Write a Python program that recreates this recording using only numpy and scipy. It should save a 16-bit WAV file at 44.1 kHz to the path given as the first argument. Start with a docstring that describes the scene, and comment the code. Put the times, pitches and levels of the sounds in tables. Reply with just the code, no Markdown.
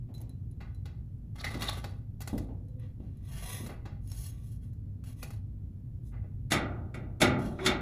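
"""An open filing drawer in a carpeted office, heard close up on one microphone over a ventilation rumble.
First come soft handling bumps and ticking hooks; then the hanging card folders are pushed together,
scraping and slapping the rails. Folders are lifted out, card rubbing on card, and their hooks clack
and ring as they are set down. Last, fingers brush the cross rail and it is knocked loose: three sharp
blows, with two light ones between them, set the drawer ringing."""
import sys
import numpy as np
from scipy import signal
from scipy.fft import rfft, irfft, next_fast_len
from scipy.io import wavfile

SR = 44100
rng = np.random.default_rng(int(sys.argv[2]) if len(sys.argv) > 2 else 0)


def to_wav(sig):
    """Store sig (one row per channel, or 1-D mono) as 16-bit WAV at the path in sys.argv[1].

    Samples outside -1..1 are clipped; the rate is SR.
    """
    pcm = np.clip(np.atleast_2d(sig), -1, 1) * 32767
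    pcm = np.round(pcm).astype(np.int16)
    wavfile.write(sys.argv[1], SR, pcm.T)  # frames by channels


N = 344421
TIME = np.arange(N) / SR
BIN_HZ = np.maximum(np.fft.rfftfreq(next_fast_len(N), 1 / SR), 1)
BAND_HZ = np.geomspace(50, 15000, 44)

# spectrum of card or a hook hitting a rail: (frequency [Hz], level [dB])
CONTACT_COLOUR = [(100, -4), (300, -0.5), (800, -2.5), (1400, -12.5), (2200, -7), (3000, -11.5), (4000, -8),
                  (5000, -10.5), (7000, -9), (14000, -6.5)]
# decay after such a contact: (frequency [Hz], t60 [s])
CONTACT_T60 = [(150, .5), (1000, .45), (4000, .32), (8000, .19), (14000, .11)]
# spectrum of sliding along the rails: (frequency [Hz], level [dB])
SCRAPE_COLOUR = [(240, -27), (400, -6.5), (1220, -8), (1570, -10), (2850, -14), (3730, -10), (4590, -18),
                 (7500, -22), (8570, -26), (9940, -20.5), (14000, -27.5)]


def from_db(db):
    """Decibels to gain."""
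    return 10 ** (np.asarray(db) / 20)


def rms_one(x):
    """Scale to unit power."""
    return x / np.sqrt(np.mean(x ** 2) + 1e-20)


def at_hz(points, hz):
    """Read a table on a log-frequency axis."""
    freqs, values = np.transpose(points)
    return np.interp(np.log(hz), np.log(freqs), values)


def coloured(x, gain):
    """Filter by one gain per frequency bin."""
    size = next_fast_len(N)
    return irfft(rfft(x, size) * gain, size)[:N]


def band_pass(x, low_hz, high_hz):
    """Keep one band."""
    return signal.sosfilt(signal.butter(2, [low_hz, high_hz], "band", fs=SR, output="sos"), x)


def drift(per_s):
    """Glide between random values of spread 1."""
    knots = rng.standard_normal(N // 20)
    return np.interp(TIME * per_s, np.arange(len(knots)), knots)


def struck(times, levels_db, hz, t60, spread_db):
    """One mode rings as a dying sine, hit a little differently every time."""
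    clicks = np.zeros(N)
    heights = from_db(levels_db + spread_db * rng.standard_normal(len(times)))
    clicks[np.round(times * SR).astype(int)] = heights
    r, w = from_db(-60 / (t60 * SR)), 2 * np.pi * hz / SR
    return signal.lfilter([0, np.sin(w)], [1, -2 * r * np.cos(w), r * r], clicks + 1e-18)


def resonant(x, peaks):
    """Add narrow resonances that ring on after whatever passes through."""
    out = x.copy()
    for hz, width_hz, db in peaks:
        r, w = np.exp(-np.pi * width_hz / SR), 2 * np.pi * hz / SR
        ringing = signal.lfilter([1, 0, -1], [1, -2 * r * np.cos(w), r * r], x + 1e-18)
        out += from_db(db) * (1 - r * r) / 2 * ringing
    return out


def blows(events, colour, t60s, crack_db, crack_t60):
    """Each blow is a short crack, then crowded resonances and room that die faster towards the treble."""
    white, half_step = rng.standard_normal((2, N)), np.sqrt(BAND_HZ[1] / BAND_HZ[0])
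    bands = np.array([band_pass(white[k % 2], hz / half_step, hz * half_step)
                      for k, hz in enumerate(BAND_HZ)])
    out, t = np.zeros(N), TIME[:SR]
    crack = from_db(crack_db - 60 * t / crack_t60)
    tail = from_db(-60 * t / at_hz(t60s, BAND_HZ)[:, None])
    fade = np.hypot(tail, crack)
    for s, level_db, bass_db, bite_db, treble_db, rise_s in events:
        start = round(s * SR)
        size = min(SR, N - start)
        contact = [(450, bass_db), (1300, 0), (2300, 0), (3600, bite_db), (9000, treble_db)]
        gains = from_db(level_db + at_hz(colour, BAND_HZ) + at_hz(contact, BAND_HZ))
        attack = np.minimum(t[:size] / max(rise_s, 1e-4), 1) ** 2
        out[start:start + size] += gains @ (bands[:, start:start + size] * fade[:, :size]) * attack
    return out


def stroke(start, speed_up, hold, slow_down):
    """Friction grows as a power of the hand's speed over one movement, 0 to 1."""
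    speed = np.interp(TIME, start + np.cumsum([0, speed_up, hold, slow_down]), [0, 1, 1, 0])
    return speed ** 1.44


def sliding(strokes, colour, catches_per_s, grain_db, judder_db):
    """Fibres catch in tiny clicks over a smooth rub; faces give the middle, thin edges the top."""
    powers = sum((from_db([[rub_db], [hiss_db]]) * stroke(*timing)) ** 2
                 for *timing, rub_db, hiss_db in strokes)
    rub, hiss = np.sqrt(powers)
    catches = (rng.random(N) < catches_per_s / SR) * rng.standard_normal(N)
    catches *= from_db(2.3 * np.minimum(rng.exponential(1, N), 4))   # a few stand out
    friction = rng.standard_normal(N) + from_db(grain_db) * rms_one(catches)
    friction *= from_db(judder_db * drift(110))
    shape, edge_share = from_db(at_hz(colour, BIN_HZ)), 1 / (1 + (6500 / BIN_HZ) ** 4)
    faces = rms_one(coloured(friction, shape * (1 - edge_share))) * rub
    edges = rms_one(coloured(friction, shape * edge_share)) * hiss
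    return faces + edges


def rail_knocks():
    """The knocked cross rail jolts the drawer: panels clatter and single modes ring on."""
    # blows on the rail: (time [s], level [dB], bass [dB], bite [dB], treble [dB])
    knocks = [(6.516, -13.5, -9, 2, -2), (6.940, -34, -2.5, -4.5, -9), (7.214, -11, -4.5, 2.5, -3.5),
              (7.587, -31.5, -4, -14, -37), (7.659, -15, -8.5, 7, -4)]
    # long ringing of the drawer: (frequency [Hz], level [dB], t60 [s])
    drawer_modes = [(155, -25, .8), (224, -18, .7), (253, -15, .8), (346, -18, .6), (376, -16, 1.0),
                    (486, -18, .6), (596, -17.5, .75), (781, -21, .65), (1223, -28, .55), (1281, -30, .5),
                    (1407, -28, .45), (1605, -28, .3), (1945, -25, .36), (2120, -26, .33),
                    (2218, -18.5, .36), (2313, -22, .36), (3214, -32, .2), (3590, -31, .2),
                    (4629, -31, .14)]
    # dense panel resonances: (frequency [Hz], level [dB])
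    panel_colour = [(60, 0), (130, 6.5), (350, 5), (430, -5), (600, -4.5), (800, -4.5), (1000, -16.5),
                    (1300, -5.5), (1720, -14), (2150, -6.5), (2700, -14.5), (3800, -16.5), (4900, -18.5),
                    (6500, -16.5), (10000, -13), (14000, -24)]
    # their decay: (frequency [Hz], t60 [s])
    panel_t60 = [(100, 1.14), (300, 1.08), (700, 0.95), (1800, 0.45), (3600, 0.28), (7000, 0.16),
                 (14000, 0.12)]
    # clusters of rail resonances: (frequency [Hz], width [Hz], level [dB])
    rail_clang = [(1400, 110, -4), (1980, 90, 0), (2220, 70, 1), (3210, 60, -3), (3620, 130, 4),
                  (4090, 110, 3), (5150, 100, -2), (6540, 60, 1), (7150, 70, -1)]
    # a heavy blow first takes up the rail's play with a lighter, brighter touch
    heavy_db, play_s, touch_rise_s, knock_rise_s = -25, 0.015, 0.0097, 0.004
    touches = [(s - play_s, db - 11.5, bass, bite, treble + 5.5, touch_rise_s)
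               for s, db, bass, bite, treble in knocks if db > heavy_db]
    contacts = [(*row, knock_rise_s) for row in knocks] + touches
    s, level_db, bass_db, bite_db, _, rise_s = np.transpose(contacts)
    ringing = np.zeros(N)
    for hz, db, t60 in drawer_modes:
        drive_db = level_db + db + bass_db * (hz < 1000) + bite_db * (hz > 3000)
        ringing += struck(s + rise_s, drive_db, hz, t60, spread_db=1.5)
    panels = blows(contacts, panel_colour, panel_t60, crack_db=4.5, crack_t60=0.08)
    clatter = drawer_echoes(resonant(panels, rail_clang), echo_db=-4)
    return ringing + from_db(3) * clatter


def folder_hits():
    """Card slaps the rails and hooks snap onto them; both ring hollow in the drawer."""
    # folder edges on the rails: (time [s], level [dB], bass [dB], hardness as treble [dB])
    edge_hits = [(0.601, -31, -2.5, -20), (0.853, -37.5, 0.5, -11.5), (1.441, -21.5, -8, -11),
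                 (1.539, -29, -0.5, -13), (1.618, -22, -15, -8.5), (1.839, -30.5, 7, -9),
                 (3.686, -27.5, 6, -21.5), (3.851, -32.5, 4, -17), (6.113, -34, 1, -32),
                 (6.219, -49.5, 19, -32)]
    # hooks on a rail, dry and hard: (time [s], level [dB], bass [dB])
    hook_hits = [(1.399, -58, -10), (1.771, -45, 20), (2.204, -38.5, 0), (2.215, -37, -13),
                 (2.273, -31.5, 3), (2.377, -37, 4), (3.661, -39, 7), (4.730, -63, -1.5), (5.037, -50, -2),
                 (5.227, -32, 0.5), (5.303, -44.5, 5), (5.332, -52, -8)]
    # their decay: (frequency [Hz], t60 [s])
    clack_t60 = [(300, 0.56), (1500, 0.28), (4000, 0.24), (12000, .11)]
    # hollow ring of card and hooks: (frequency [Hz], width [Hz], level [dB])
    hollow_ring = [(818, 23, -1), (1393, 140, 9.5), (1898, 170, -5), (2589.4, 59, 0), (4160, 690, -7)]
    # a softer slap builds up more slowly and, below a hardness of -11 dB, loses its bite too
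    contacts = [(s, db, bass, 3 + min(0, hard + 11), hard, 0.0018 * 10 ** (-hard / 27.5))
                for s, db, bass, hard in edge_hits]
    slaps = blows(contacts, CONTACT_COLOUR, CONTACT_T60, crack_db=16, crack_t60=.035)
    bite_db, treble_db, rise_s = -1.5, -0.5, 0.0025
    snaps = [(*row, bite_db, treble_db, rise_s) for row in hook_hits]
    clacks = blows(snaps, CONTACT_COLOUR, clack_t60, crack_db=16, crack_t60=.035)
    return from_db(-7) * drawer_echoes(resonant(slaps + clacks, hollow_ring), echo_db=1)


def low_bumps():
    """Dull low bumps: soft handling at first, later the stack against the drawer."""
    # bumps: (time [s], level [dB], bass [dB])
    bumps = [(0.085, -58, 5.5), (.2, -63, 8.5), (1.468, -60, 12), (1.551, -52, 8.5), (2.328, -50, 16.5),
             (2.484, -56, 7.5), (3.0, -74, 24.5), (3.6, -67.5, 22.5)]
    # their spectrum: (frequency [Hz], level [dB])
    bump_colour = [(50, 6), (110, 2), (240, 12.5), (400, -1.5), (800, -2), (1300, -20), (4000, -24),
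                   (14000, -28.5)]
    bite_db, treble_db, rise_s = -7.5, -16.5, 0.0033
    contacts = [(*row, bite_db, treble_db, rise_s) for row in bumps]
    return from_db(14.5) * blows(contacts, bump_colour, CONTACT_T60, crack_db=-13, crack_t60=0.02)


def stack_pushes():
    """The packed stack scrapes along the rails and the air it encloses resonates."""
    # shoves: (time [s], speed-up [s], hold [s], slow-down [s], rub [dB], edge hiss [dB])
    pushes = [(1.338, 0.059, .15, 0.11, -48.5, -51), (1.585, 0.027, 0.051, 0.21, -40, -42),
              (1.80, 0.01, 0.019, 0.21, -70, -61), (2.258, 0.0067, 0.056, 0.2, -61.5, -56.5)]
    # air between the folders: (frequency [Hz], width [Hz], level [dB])
    air_pockets = [(806, 60, 9), (1266, 120, 8), (2027, 120, 8), (2440, 44, 1), (3630, 170, 0),
                   (4350, 220, -4)]
    scrape = sliding(pushes, SCRAPE_COLOUR, catches_per_s=260, grain_db=4, judder_db=2.8)
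    return from_db(-5) * resonant(scrape, air_pockets)


def folder_lifts():
    """Loose card is drawn out and put aside; its edge makes a rail sing."""
    # pulls: (time [s], speed-up [s], hold [s], slow-down [s], rub [dB], edge hiss [dB])
    pulls = [(2.78, 0.023, 0.058, 0.07, -68, -87.5), (2.99, 0.011, 0.012, 0.48, -74, -85),
             (3.2, 0.29, 0.028, 0.26, -49, -45.5), (4.0, .245, 0.021, 0.067, -65, -48),
             (4.27, .03, 0.04, 0.2, -70, -69), (4.39, 0.059, .09, 0.061, -79, -64),
             (4.59, 0.045, .01, .09, -78, -72.5), (5.03, 0.033, 0.032, .07, -63, -57),
             (5.13, 0.098, 0.018, .17, -63.5, -58)]
    # spectrum of loose card sliding: (frequency [Hz], level [dB])
    card_colour = [(240, -19), (400, 7), (817, 6.5), (1620, 2.5), (2050, 6), (4200, -2), (4870, -6.5),
                   (6650, -12.5), (8570, -14.5), (10100, -9), (14000, -13.5)]
    # resonances of the rubbed rail: (frequency [Hz], width [Hz], level [dB])
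    rail_singing = [(3040, 50, -3), (6450, 55, 8), (11000, 140, 1)]
    rub = sliding(pulls, card_colour, catches_per_s=800, grain_db=-1, judder_db=1.6)
    return resonant(rub, rail_singing)


def rail_drags():
    """Fingers brush the cross rail, then it drags in its slots."""
    # movements: (time [s], speed-up [s], hold [s], slow-down [s], rub [dB], edge hiss [dB])
    drags = [(6.02, 0.042, .03, .05, -90, -70.5), (7.378, 0.011, 0.062, 0.16, -56, -60),
             (7.55, 0.1, .01, .02, -44.5, -62.5)]
    return sliding(drags, SCRAPE_COLOUR, catches_per_s=1200, grain_db=-1, judder_db=1.5)


def hook_ticks():
    """Small hard contacts ring briefly, each hook at its own pitch; a hook that swings free pings on."""
    # light contacts: (time [s], level [dB], ping relative to level [dB])
    ticks = [(0.141, -46, -15), (0.148, -43.5, -12), (0.18, -46, -22), (.205, -55.5, -25),
             (.215, -44.5, -42), (0.294, -50, -12), (.513, -54, -26), (0.747, -50, -21), (2.684, -55, -22),
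             (2.797, -58.5, -20), (3.171, -54.5, -29), (4.075, -45, -45), (4.101, -45, -29),
             (4.117, -31.5, -30)]
    # modes of a hook: (frequency [Hz], level [dB], t60 [s])
    hook_modes = [(5400, -14, 0.027), (6530, -17, 0.053), (10340, -4.5, 0.037), (11200, -15, 0.022),
                  (11320, 1, .028), (14200, -2, .022)]
    s, level_db, ping_db = np.transpose(ticks)
    pitches = 1 + 0.024 * rng.standard_normal(len(s))
    rings = sum(struck(s[[k]], level_db[k] + db, hz * pitch, t60, spread_db=5.5)
                for k, pitch in enumerate(pitches) for hz, db, t60 in hook_modes)
    pings = struck(s, level_db + ping_db, hz=4020, t60=.17, spread_db=1)
    bass_db, bite_db, treble_db, rise_s = -3, 0, 3, .001
    contacts = [(at, db, bass_db, bite_db, treble_db, rise_s) for at, db in zip(s, level_db)]
    snaps = blows(contacts, CONTACT_COLOUR, CONTACT_T60, crack_db=16, crack_t60=0.011)
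    return from_db(-8.5) * rings + pings + from_db(-17) * snaps


def brief_tones():
    """Brief narrow tones: squeaks, a low hum, and hooks ringing as they are set down."""
    # tones: (peak time [s], half-length [s], frequency [Hz], width [Hz], level [dB])
    tones = [(1.406, 0.012, 4220, 1300, -48), (1.445, 0.0067, 2080, 410, -36.5),
             (1.473, 0.0082, 1980, 200, -37), (1.688, 0.0043, 3740, 560, -28.5),
             (1.7, .05, 3840, 570, -47.5), (2.72, 0.17, 506, 45, -65.5), (4.125, 0.013, 5330, 210, -62),
             (4.21, 0.13, 6550, 34, -67), (5.236, 0.011, 2470, 180, -51),
             (7.708, 0.092, 372.7, 10.3, -36.5)]
    out = np.zeros(N)
    for s, half_length, hz, width_hz, level_db in tones:
        band = band_pass(rng.standard_normal(N), hz - width_hz / 2, hz + width_hz / 2)
        swell = np.exp(-np.minimum(((TIME - s) / half_length) ** 4, 40))
        out += from_db(level_db) * rms_one(band) * swell
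    return out


def drawer_echoes(x, echo_db, count=16):
    """Reflections between the close walls carve a fine, steady ripple into the treble."""
    walls = np.zeros(SR // 20)
    delays_s = rng.uniform(.0008, .007, count)
    walls[(delays_s * SR).astype(int)] = rng.choice([-1, 1], count) / np.sqrt(count)
    strength = from_db(echo_db) / (1 + (1200 / BIN_HZ) ** 2)
    ripple = 1 + strength * rfft(walls, next_fast_len(N))
    return coloured(x, ripple / np.sqrt(1 + strength ** 2))


def flexing(x, per_s, echo_db):
    """The card bends and moves, so its reflections glide from one pattern to another."""
    turn = 2 * np.pi * per_s * TIME + drift(per_s * 4)
    first, second = (drawer_echoes(x, echo_db) for _ in range(2))
    share = np.sin(turn / 2) ** 2
    return (share * first + (1 - share) * second) / np.sqrt(1 - share * (1 - share))


def office(x, wet_db, t60, dull_hz):
    """The carpeted room adds a diffuse, dull tail."""
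    t = TIME[:SR // 2]
    tail = rng.standard_normal(len(t)) * from_db(-60 * t / t60) * (t > .004)
    tail = signal.sosfilt(signal.butter(1, dull_hz, fs=SR, output="sos"), tail / np.linalg.norm(tail))
    return x + from_db(wet_db) * signal.fftconvolve(x, tail)[:N]


def ventilation():
    """Room tone: a steady low rumble with a faint hiss."""
    # spectrum of the moving air: (frequency [Hz], level [dB])
    air_colour = [(20, -10.5), (32, -21.5), (52, 5.5), (72, -3.5), (98, 4.5), (130, -1), (180, -12.5),
                  (240, -14), (320, -25.5), (500, -36.5), (1000, -51.5), (2500, -60), (7000, -66),
                  (14000, -59.5)]
    air = coloured(rng.standard_normal(N), from_db(at_hz(air_colour, BIN_HZ)))
    return from_db(-40) * rms_one(air)


def scene():
    """At the drawer, in mono: push, lift, set aside, then free the rail."""
    strokes = flexing(stack_pushes() + folder_lifts() + rail_drags(), per_s=2.5, echo_db=9)
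    in_room = office(strokes + brief_tones(), wet_db=-7, t60=0.31, dull_hz=4000)
    return (in_room + folder_hits() + low_bumps() + hook_ticks() + rail_knocks() + ventilation())[None]


def record(dry):
    """The microphone port carves dips into the treble; the top is cut."""
    # dips of the port: (frequency [Hz], width [Hz], depth [dB])
    port_dips = [(4765, 43, 12), (8674, 330, 13.5), (11800, 370, 15.5)]
    cutoff_hz = 14080
    port_db = -sum(db * np.exp(-.5 * ((BIN_HZ - hz) / width) ** 2) for hz, width, db in port_dips)
    low_pass = 1 / np.sqrt(1 + (BIN_HZ / cutoff_hz) ** 340)
    return coloured(dry[0], from_db(port_db) * low_pass)[None]


dry = scene()
out = record(dry)
to_wav(out)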